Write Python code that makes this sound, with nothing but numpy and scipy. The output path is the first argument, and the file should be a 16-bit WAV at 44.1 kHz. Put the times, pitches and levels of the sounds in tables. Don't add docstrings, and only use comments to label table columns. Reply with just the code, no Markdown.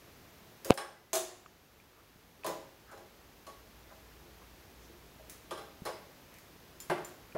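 import sys
import numpy as np
from scipy import signal
from scipy.fft import rfft, irfft, next_fast_len
from scipy.io import wavfile

SR = 44100
rng = np.random.default_rng(int(sys.argv[2]) if len(sys.argv) > 2 else 0)


def generate_wav(signal):
    frames = np.transpose(np.atleast_2d(signal))
    scaled = np.clip(frames, -1, 1) * 32767
    pcm = np.round(scaled).astype(np.int16)
    wavfile.write(sys.argv[1], SR, pcm)


N = 325017
TIME = np.arange(N) / SR
AGE = np.arange(24000) / SR


def from_db(db):
    return 10 ** (np.asarray(db) / 20)


def at_hz(points, hz):
    f, value = np.transpose(points)
    return np.interp(np.log(np.maximum(hz, 1)), np.log(f), value)


def dying(t60_s):
    return np.exp(-np.log(1000) / t60_s * AGE)


def unit(x):
    return x / np.sqrt(np.sum(x ** 2) / (SR / 20) + 1e-20)


def band(x, hz, kind, order=2):
    return signal.sosfilt(signal.butter(order, hz, kind, fs=SR, output="sos"), x)


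def add(out, s, sound):
    at = round(s * SR)
    out[at:at + len(sound)] += sound[:N - at]


def reflections(count, depth=0.57, step_s=0.01082):
    knots_s = np.arange(100) * step_s
    gains = 1 + depth * rng.standard_normal((count, len(knots_s)))
    return np.array([np.interp(AGE, knots_s, row) for row in gains])


def ringing(modes, spread_db, split=0.012, split_from_hz=2000):
    hz, db, t60_s = np.transpose(modes)[:, :, None]
    sign = rng.choice([-1, 1], hz.shape)
    strength = sign * from_db(db + spread_db * rng.standard_normal(hz.shape))
    detune = split * (hz > split_from_hz) * rng.standard_normal((2, *hz.shape))
    swing = sum(np.sin(2 * np.pi * pair_hz * AGE) for pair_hz in hz * (1 + detune))
    partials = strength * swing * dying(t60_s) * reflections(len(modes))
    return unit(np.sum(partials, axis=0))


# f/Hz, t60/s
ROOM_TAIL = [(200, 0.79), (600, 0.57), (1400, 0.61), (4000, 0.58), (9000, 0.41), (15000, 0.37)]


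def crash(colour, direct, direct_t60_s, uneven_db=3.5, spacing_hz=22):
    hz = np.arange(len(AGE) // 2 + 1) * SR / len(AGE)
    uneven = np.interp(hz / spacing_hz, np.arange(len(hz)), rng.standard_normal(len(hz)))
    gain = from_db(at_hz(colour, hz) + uneven_db * uneven)
    spectrum = rfft(rng.standard_normal(len(AGE))) * gain
    burst = direct * dying(direct_t60_s)
    centres_hz, t60s_s = np.transpose(ROOM_TAIL)
    total = np.zeros(len(AGE))
    for share, t60_s in zip(np.eye(len(ROOM_TAIL)), t60s_s):
        part = irfft(spectrum * np.interp(hz, centres_hz, share))
        total += part * (burst + dying(t60_s))
    return unit(total)


def favour(hz, pitches_hz, spot_db=9.5, width=0.091):
    return spot_db * sum(np.exp(-(np.log(hz / pitch_hz) / width) ** 2) for pitch_hz in pitches_hz)


# f/Hz, relative level/dB, t60/s
STOVE_MODES = [(166.7, -14, 0.2), (329.5, -10, 0.47), (352.7, 1, 0.49), (390.7, -4, 0.34), (437, 1, 0.54),
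               (510, -10.5, 0.41), (545, -0.5, 0.53), (613, -0.5, 0.13), (639, 0, 0.41), (807, -4.5, 0.57),
               (854, -6.5, 0.5), (1000, -5, 0.39), (1118, -4.5, 0.39), (1213, -5, 0.23), (1392, -9.5, 0.44),
               (1470, -16, 0.25), (1572, -9.5, 0.42), (1640, -13, 0.34), (1840, -12, 0.18),
               (2005, -15, 0.84), (2525, -24, 0.37), (2470, -22, 0.254), (3310, -16.5, 0.3),
               (4090, -11.5, 0.41), (5280, -10, 0.48), (5070, -20.5, 0.64), (6500, -36, 0.23),
               (7060, -16.5, .35), (8660, -22, 0.39), (9700, -18, 0.29)]
# f/Hz, relative level/dB
STOVE_COLOUR = [(59, -65), (100, -12), (177, -7), (258, -12), (340, 1), (457, -10.5), (627, 2.5),
                (697, -5.5), (998, -6), (2930, -20), (6660, -25.5), (8230, -26.5), (10600, -23),
                (15500, -40.5)]


def panel_blow(pitches_hz, ring_db, knock, knock_t60_s=0.32, crowd_share=0.58):
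    hz, db, t60_s = np.transpose(STOVE_MODES)
    modes = np.transpose([hz, db + favour(hz, pitches_hz), t60_s])
    grid_hz = np.geomspace(50, 16000, 300)
    colour_db = at_hz(STOVE_COLOUR, grid_hz) + crowd_share * favour(grid_hz, pitches_hz)
    crowd = crash(np.transpose([grid_hz, colour_db]), direct=0.47, direct_t60_s=0.09)
    blow = crowd + from_db(ring_db) * ringing(modes, spread_db=2.0)
    return blow * (1 + knock * dying(knock_t60_s))


def contact(blow, hardness_db, edge_db, body_hz=800, edge_hz=3100, swell_s=0.0055,
            clank_swell=0.3, edge_per_hardness=1.21):
    swell = 1 - np.exp(-AGE / swell_s)
    body = unit(band(blow * swell, body_hz, "low", order=4))
    clank = unit(band(blow * swell ** clank_swell, [body_hz, edge_hz], "band", order=3))
    edge = unit(band(blow, edge_hz, "high", order=4))
    edge_gain = from_db(edge_db + edge_per_hardness * hardness_db)
    return body + from_db(hardness_db) * clank + edge_gain * edge


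# f/Hz, relative level/dB
HISS_COLOUR = [(20, -21), (40, -3.5), (80, -1.5), (140, -4.5), (220, -5.5), (400, -6), (575, -9.5),
               (1230, -13), (2020, -15), (6370, -21.5), (8060, -26.5), (9800, -27), (11900, -22),
               (15500, -24)]
# t/s, rms level/dB
HUM_LEVEL = [(1.5, -83), (2.59, -70), (3.7, -70), (3.76, -63), (4.47, -63), (4.68, -79), (4.74, -65),
             (5.37, -67), (5.75, -77)]


def flame_and_hum(hiss_db=-57, hum_hz=57.8, waver_rad=0.23, waver_hz=8):
    size = 2 * next_fast_len(N // 2 + 1, real=True)
    hz = np.arange(size // 2 + 1) * SR / size
    hiss = irfft(rfft(rng.standard_normal(size)) * from_db(at_hz(HISS_COLOUR, hz)))[:N]
    slow = band(rng.standard_normal(N), waver_hz, "low")
    hum = np.sqrt(2) * np.sin(2 * np.pi * hum_hz * TIME + waver_rad * slow / slow.std())
    hum_db = np.interp(TIME, *np.transpose(HUM_LEVEL))
    return from_db(hiss_db) * hiss / hiss.std() + from_db(hum_db) * hum


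# f/Hz, relative level/dB
CLICK_COLOUR = [(400, -21), (1500, 3.5), (3000, -1.5), (4500, 0), (6500, 2), (11000, 1.5), (15500, 0.5)]


def small_clicks(rows, modes, ring_db, direct):
    out = np.zeros(N)
    for s, db in rows:
        tick = crash(CLICK_COLOUR, direct, direct_t60_s=0.019)
        ring = from_db(ring_db) * ringing(modes, spread_db=5.5)
        add(out, s, from_db(db) * (tick + ring))
    return out


# t/s, level/dB
TIP_TOUCHES = [(.647, -45), (.74, -49), (2.464, -43.5), (5.297, -51), (5.853, -53.5), (6.34, -64),
               (6.385, -64.5)]
# f/Hz, relative level/dB, t60/s
TONG_MODES = [(3390, 11.5, 0.29), (4120, 15.5, 0.244), (5270, -12, 0.227), (6190, 18, 0.33),
              (6300, 9, 0.36), (6612, 20, 0.23), (6700, -2.5, 0.9), (6700, 3, 0.26), (7030, -23, 0.153),
              (7030, 1, 0.68), (7960, -11, 0.81), (8350, -15, 0.244), (9600, 6, 0.22), (10570, 17.5, 0.39),
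              (11640, 16, 0.19)]


def tong_snips():
    return small_clicks(TIP_TOUCHES, TONG_MODES, ring_db=-11, direct=2.2)


# t/s, level/dB, hardness/dB, panel f/Hz, tong f/Hz, second arm delay/s, its relative level/dB
STOVE_TAPS = [(.652, -43.5, -12, 534, 7300, .037, 5.5), (.775, -44, 9, 1670, 8800, .004, -20),
              (2.445, -38, -2, 1023, 6760, .019, 2.5), (2.914, -52, -3, 388, 6600, .061, -2.5),
              (3.467, -53.5, 2, 1110, 6600, .02, -11), (5.509, -43.5, -0.5, 1200, 3260, .068, -6.5),
              (5.852, -46, 0, 514, 4780, .008, 2.5)]


def stove_taps():
    out = np.zeros(N)
    for s, db, hardness_db, panel_hz, tong_hz, gap_s, second_db in STOVE_TAPS:
        for at_s, arm_db in ((s, db), (s + gap_s, db + second_db)):
            blow = panel_blow([panel_hz, tong_hz], ring_db=2.5, knock=0.32)
            add(out, at_s, from_db(arm_db) * contact(blow, hardness_db, edge_db=-7.0))
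    return out


# t/s, level/dB
DOUBLE_POP = [(.702, -12.5), (0.7061, 2.5)]
# f/Hz, relative level/dB, t60/s
POP_SWINGS = [(130, -18, .028), (270, -5, 0.005), (490, -2, .0065), (1000, -10.5, .004),
              (2550, -14, 0.0037), (3700, -21, .005)]


def pops(flutter_hz=727, flutter_after_s=0.015, flutter_width_s=0.007, flutter_db=-32,
         rattle_db=3, rattle_hz=3200, crack_db=-18, crack_hz=9000, crack_t60_s=0.004, low_cut_hz=139.6):
    out = np.zeros(N)
    swings = sum(from_db(db) * np.sin(2 * np.pi * hz * AGE) * dying(t60_s) for hz, db, t60_s in POP_SWINGS)
    swell = from_db(flutter_db) * np.exp(-((AGE - flutter_after_s) / flutter_width_s) ** 2)
    flutter = np.sin(2 * np.pi * flutter_hz * AGE)
    for s, db in DOUBLE_POP:
        noise = rng.standard_normal(len(AGE))
        crack = from_db(crack_db) * band(noise, crack_hz, "low", order=1) * dying(crack_t60_s)
        rattle = flutter + from_db(rattle_db) * band(noise, rattle_hz, "low", order=4)
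        add(out, s, from_db(db) * (crack + swings + rattle * swell))
    return band(out, low_cut_hz, "high")


# t/s, level/dB
ARM_LANDINGS = [(1.1311, -26.5), (1.153, -28.5)]
# f/Hz, relative level/dB
CLASH_COLOUR = [(71, -59), (120, -23.5), (216, -27), (312, -23), (360, -16), (519, -18), (649, -6),
                (704, -8), (1120, -16), (1220, -17), (2590, -21), (2980, -19.5), (5610, -19), (6870, -13.5),
                (15500, -24.5)]
# f/Hz, relative level/dB, t60/s
STOVE_FRONT_MODES = [(361, 0.5, 0.56), (386, 1.5, 0.38), (490, -11.5, 0.57), (650, 0, 0.53),
                     (648, 9.5, 0.33), (702, -6, 0.36), (720, -14, 0.79), (885, -16, 0.24),
                     (1235, 0.5, 0.17), (1464, -5, 0.23)]


def tongs_laid_down(crash_db=-2, stove_front_db=0, steel_db=-9, swell_s=0.015):
    out = np.zeros(N)
    for s, db in ARM_LANDINGS:
        clash = from_db(crash_db) * crash(CLASH_COLOUR, direct=0.86, direct_t60_s=0.15)
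        steel = from_db(steel_db) * ringing(TONG_MODES, spread_db=2)
        add(out, s, from_db(db) * (clash + steel))
    s, db = ARM_LANDINGS[0]
    low_ring = ringing(STOVE_FRONT_MODES, spread_db=0.0) * (1 - np.exp(-AGE / swell_s))
    add(out, s, from_db(db + stove_front_db) * unit(low_ring))
    return out


def damped(hz, t60_s, crack_db, crack_hz=3000):
    crack = from_db(crack_db) * band(rng.standard_normal(len(AGE)), crack_hz, "low")
    return (np.sin(2 * np.pi * hz * AGE) + crack) * dying(t60_s)


# t/s, level/dB, f/Hz
DRY_TICKS = [(1.461, -36.5, 1230), (1.8, -48, 2400), (2.436, -38, 2550), (7.324, -48, 2420)]


def dry_ticks(t60_s=0.02):
    out = np.zeros(N)
    for s, db, hz in DRY_TICKS:
        add(out, s, from_db(db) * damped(hz, t60_s, crack_db=0))
    return out


# peak t/s, half length/s, level/dB, f/Hz
RUBS = [(2.0, 0.054, -62, 1200), (2.92, .04, -54, 1400), (3.919, .025, -59.5, 1200),
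        (4.419, 0.032, -62.5, 1050), (4.851, 0.032, -68, 5950), (6.362, .04, -63, 2170)]


def rustles(width=1.18):
    out = np.zeros(N)
    middle_s = AGE[-1] / 2
    for s, half_s, db, hz in RUBS:
        rub = band(rng.standard_normal(len(AGE)), [hz / width, hz * width], "band")
        swell = np.exp(-((AGE - middle_s) / half_s) ** 2)
        add(out, s - middle_s, from_db(db) * rub / rub.std() * swell)
    return out


# t/s, level/dB
DULL_BUMPS = [(2.159, -41), (5.82, -33.5)]


def dull_bumps(hz=186, t60_s=0.028):
    out = np.zeros(N)
    for s, db in DULL_BUMPS:
        add(out, s, from_db(db) * damped(hz, t60_s, crack_db=-25))
    return out


# t/s, level/dB, panel f/Hz
STOVE_NUDGES = [(3.91, -58.5, 690), (4.255, -60.5, 398), (4.896, -56.5, 350), (5.195, -58, 648)]


def stove_nudges(width=1.5):
    out = np.zeros(N)
    for s, db, hz in STOVE_NUDGES:
        blow = panel_blow([hz], ring_db=11, knock=0.067)
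        add(out, s, from_db(db) * unit(band(blow, [hz / width, hz * width], "band")))
    return out


# t/s, level/dB
GAS_KNOB_CLICKS = [(6.802, -51.5), (7.047, -52.5)]
# f/Hz, relative level/dB, t60/s
KNOB_MODES = [(3200, 5, 0.16), (5260, -7, .22), (6000, -13, 0.12), (7150, 19, 0.14), (7150, 1, 0.45),
              (7330, -4.5, 0.13), (10580, 2, 0.34), (11200, -2, 0.26), (12260, 0, 0.34), (12300, -11, .2),
              (13440, -14, .2)]


def knob_clicks():
    return small_clicks(GAS_KNOB_CLICKS, KNOB_MODES, ring_db=-1.5, direct=2.1)


# t/s, level/dB, hardness/dB, panel f/Hz
STOVE_KNOCKS = [(6.898, -33, -2, 382), (6.979, -54.5, 4, 1560), (7.349, -35.5, -13.5, 360)]


def stove_knocks(boom_hz=162, boom_t60_s=0.23, boom_db=-14):
    out = np.zeros(N)
    boom = from_db(boom_db) * unit(np.sin(2 * np.pi * boom_hz * AGE) * dying(boom_t60_s))
    for s, db, hardness_db, panel_hz in STOVE_KNOCKS:
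        blow = panel_blow([panel_hz], ring_db=-1, knock=1.0)
        add(out, s, from_db(db) * (contact(blow, hardness_db, edge_db=-15) + boom))
    return out


def scene():
    tongs = tong_snips() + stove_taps() + tongs_laid_down()
    handling = dry_ticks() + rustles() + dull_bumps()
    stove = stove_nudges() + knob_clicks() + stove_knocks()
    return (flame_and_hum() + tongs + pops() + handling + stove)[None]


def record(dry, threshold_db=-11, recover_db_per_s=2.0, top=0.6, cutoff_hz=15700):
    clipped = np.clip(dry, -top, top)
    over_db = np.maximum(20 * np.log10(np.abs(clipped) + 1e-9) - threshold_db, 0)
    recovery_db = recover_db_per_s * TIME
    held_db = np.maximum.accumulate(over_db + recovery_db, axis=-1) - recovery_db
    levelled = clipped * from_db(-band(held_db, 4.5, "low", order=1))
    return signal.sosfilt(signal.ellip(10, 0.1, 80, cutoff_hz, fs=SR, output="sos"), levelled)


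dry = scene()
out = record(dry)
generate_wav(out)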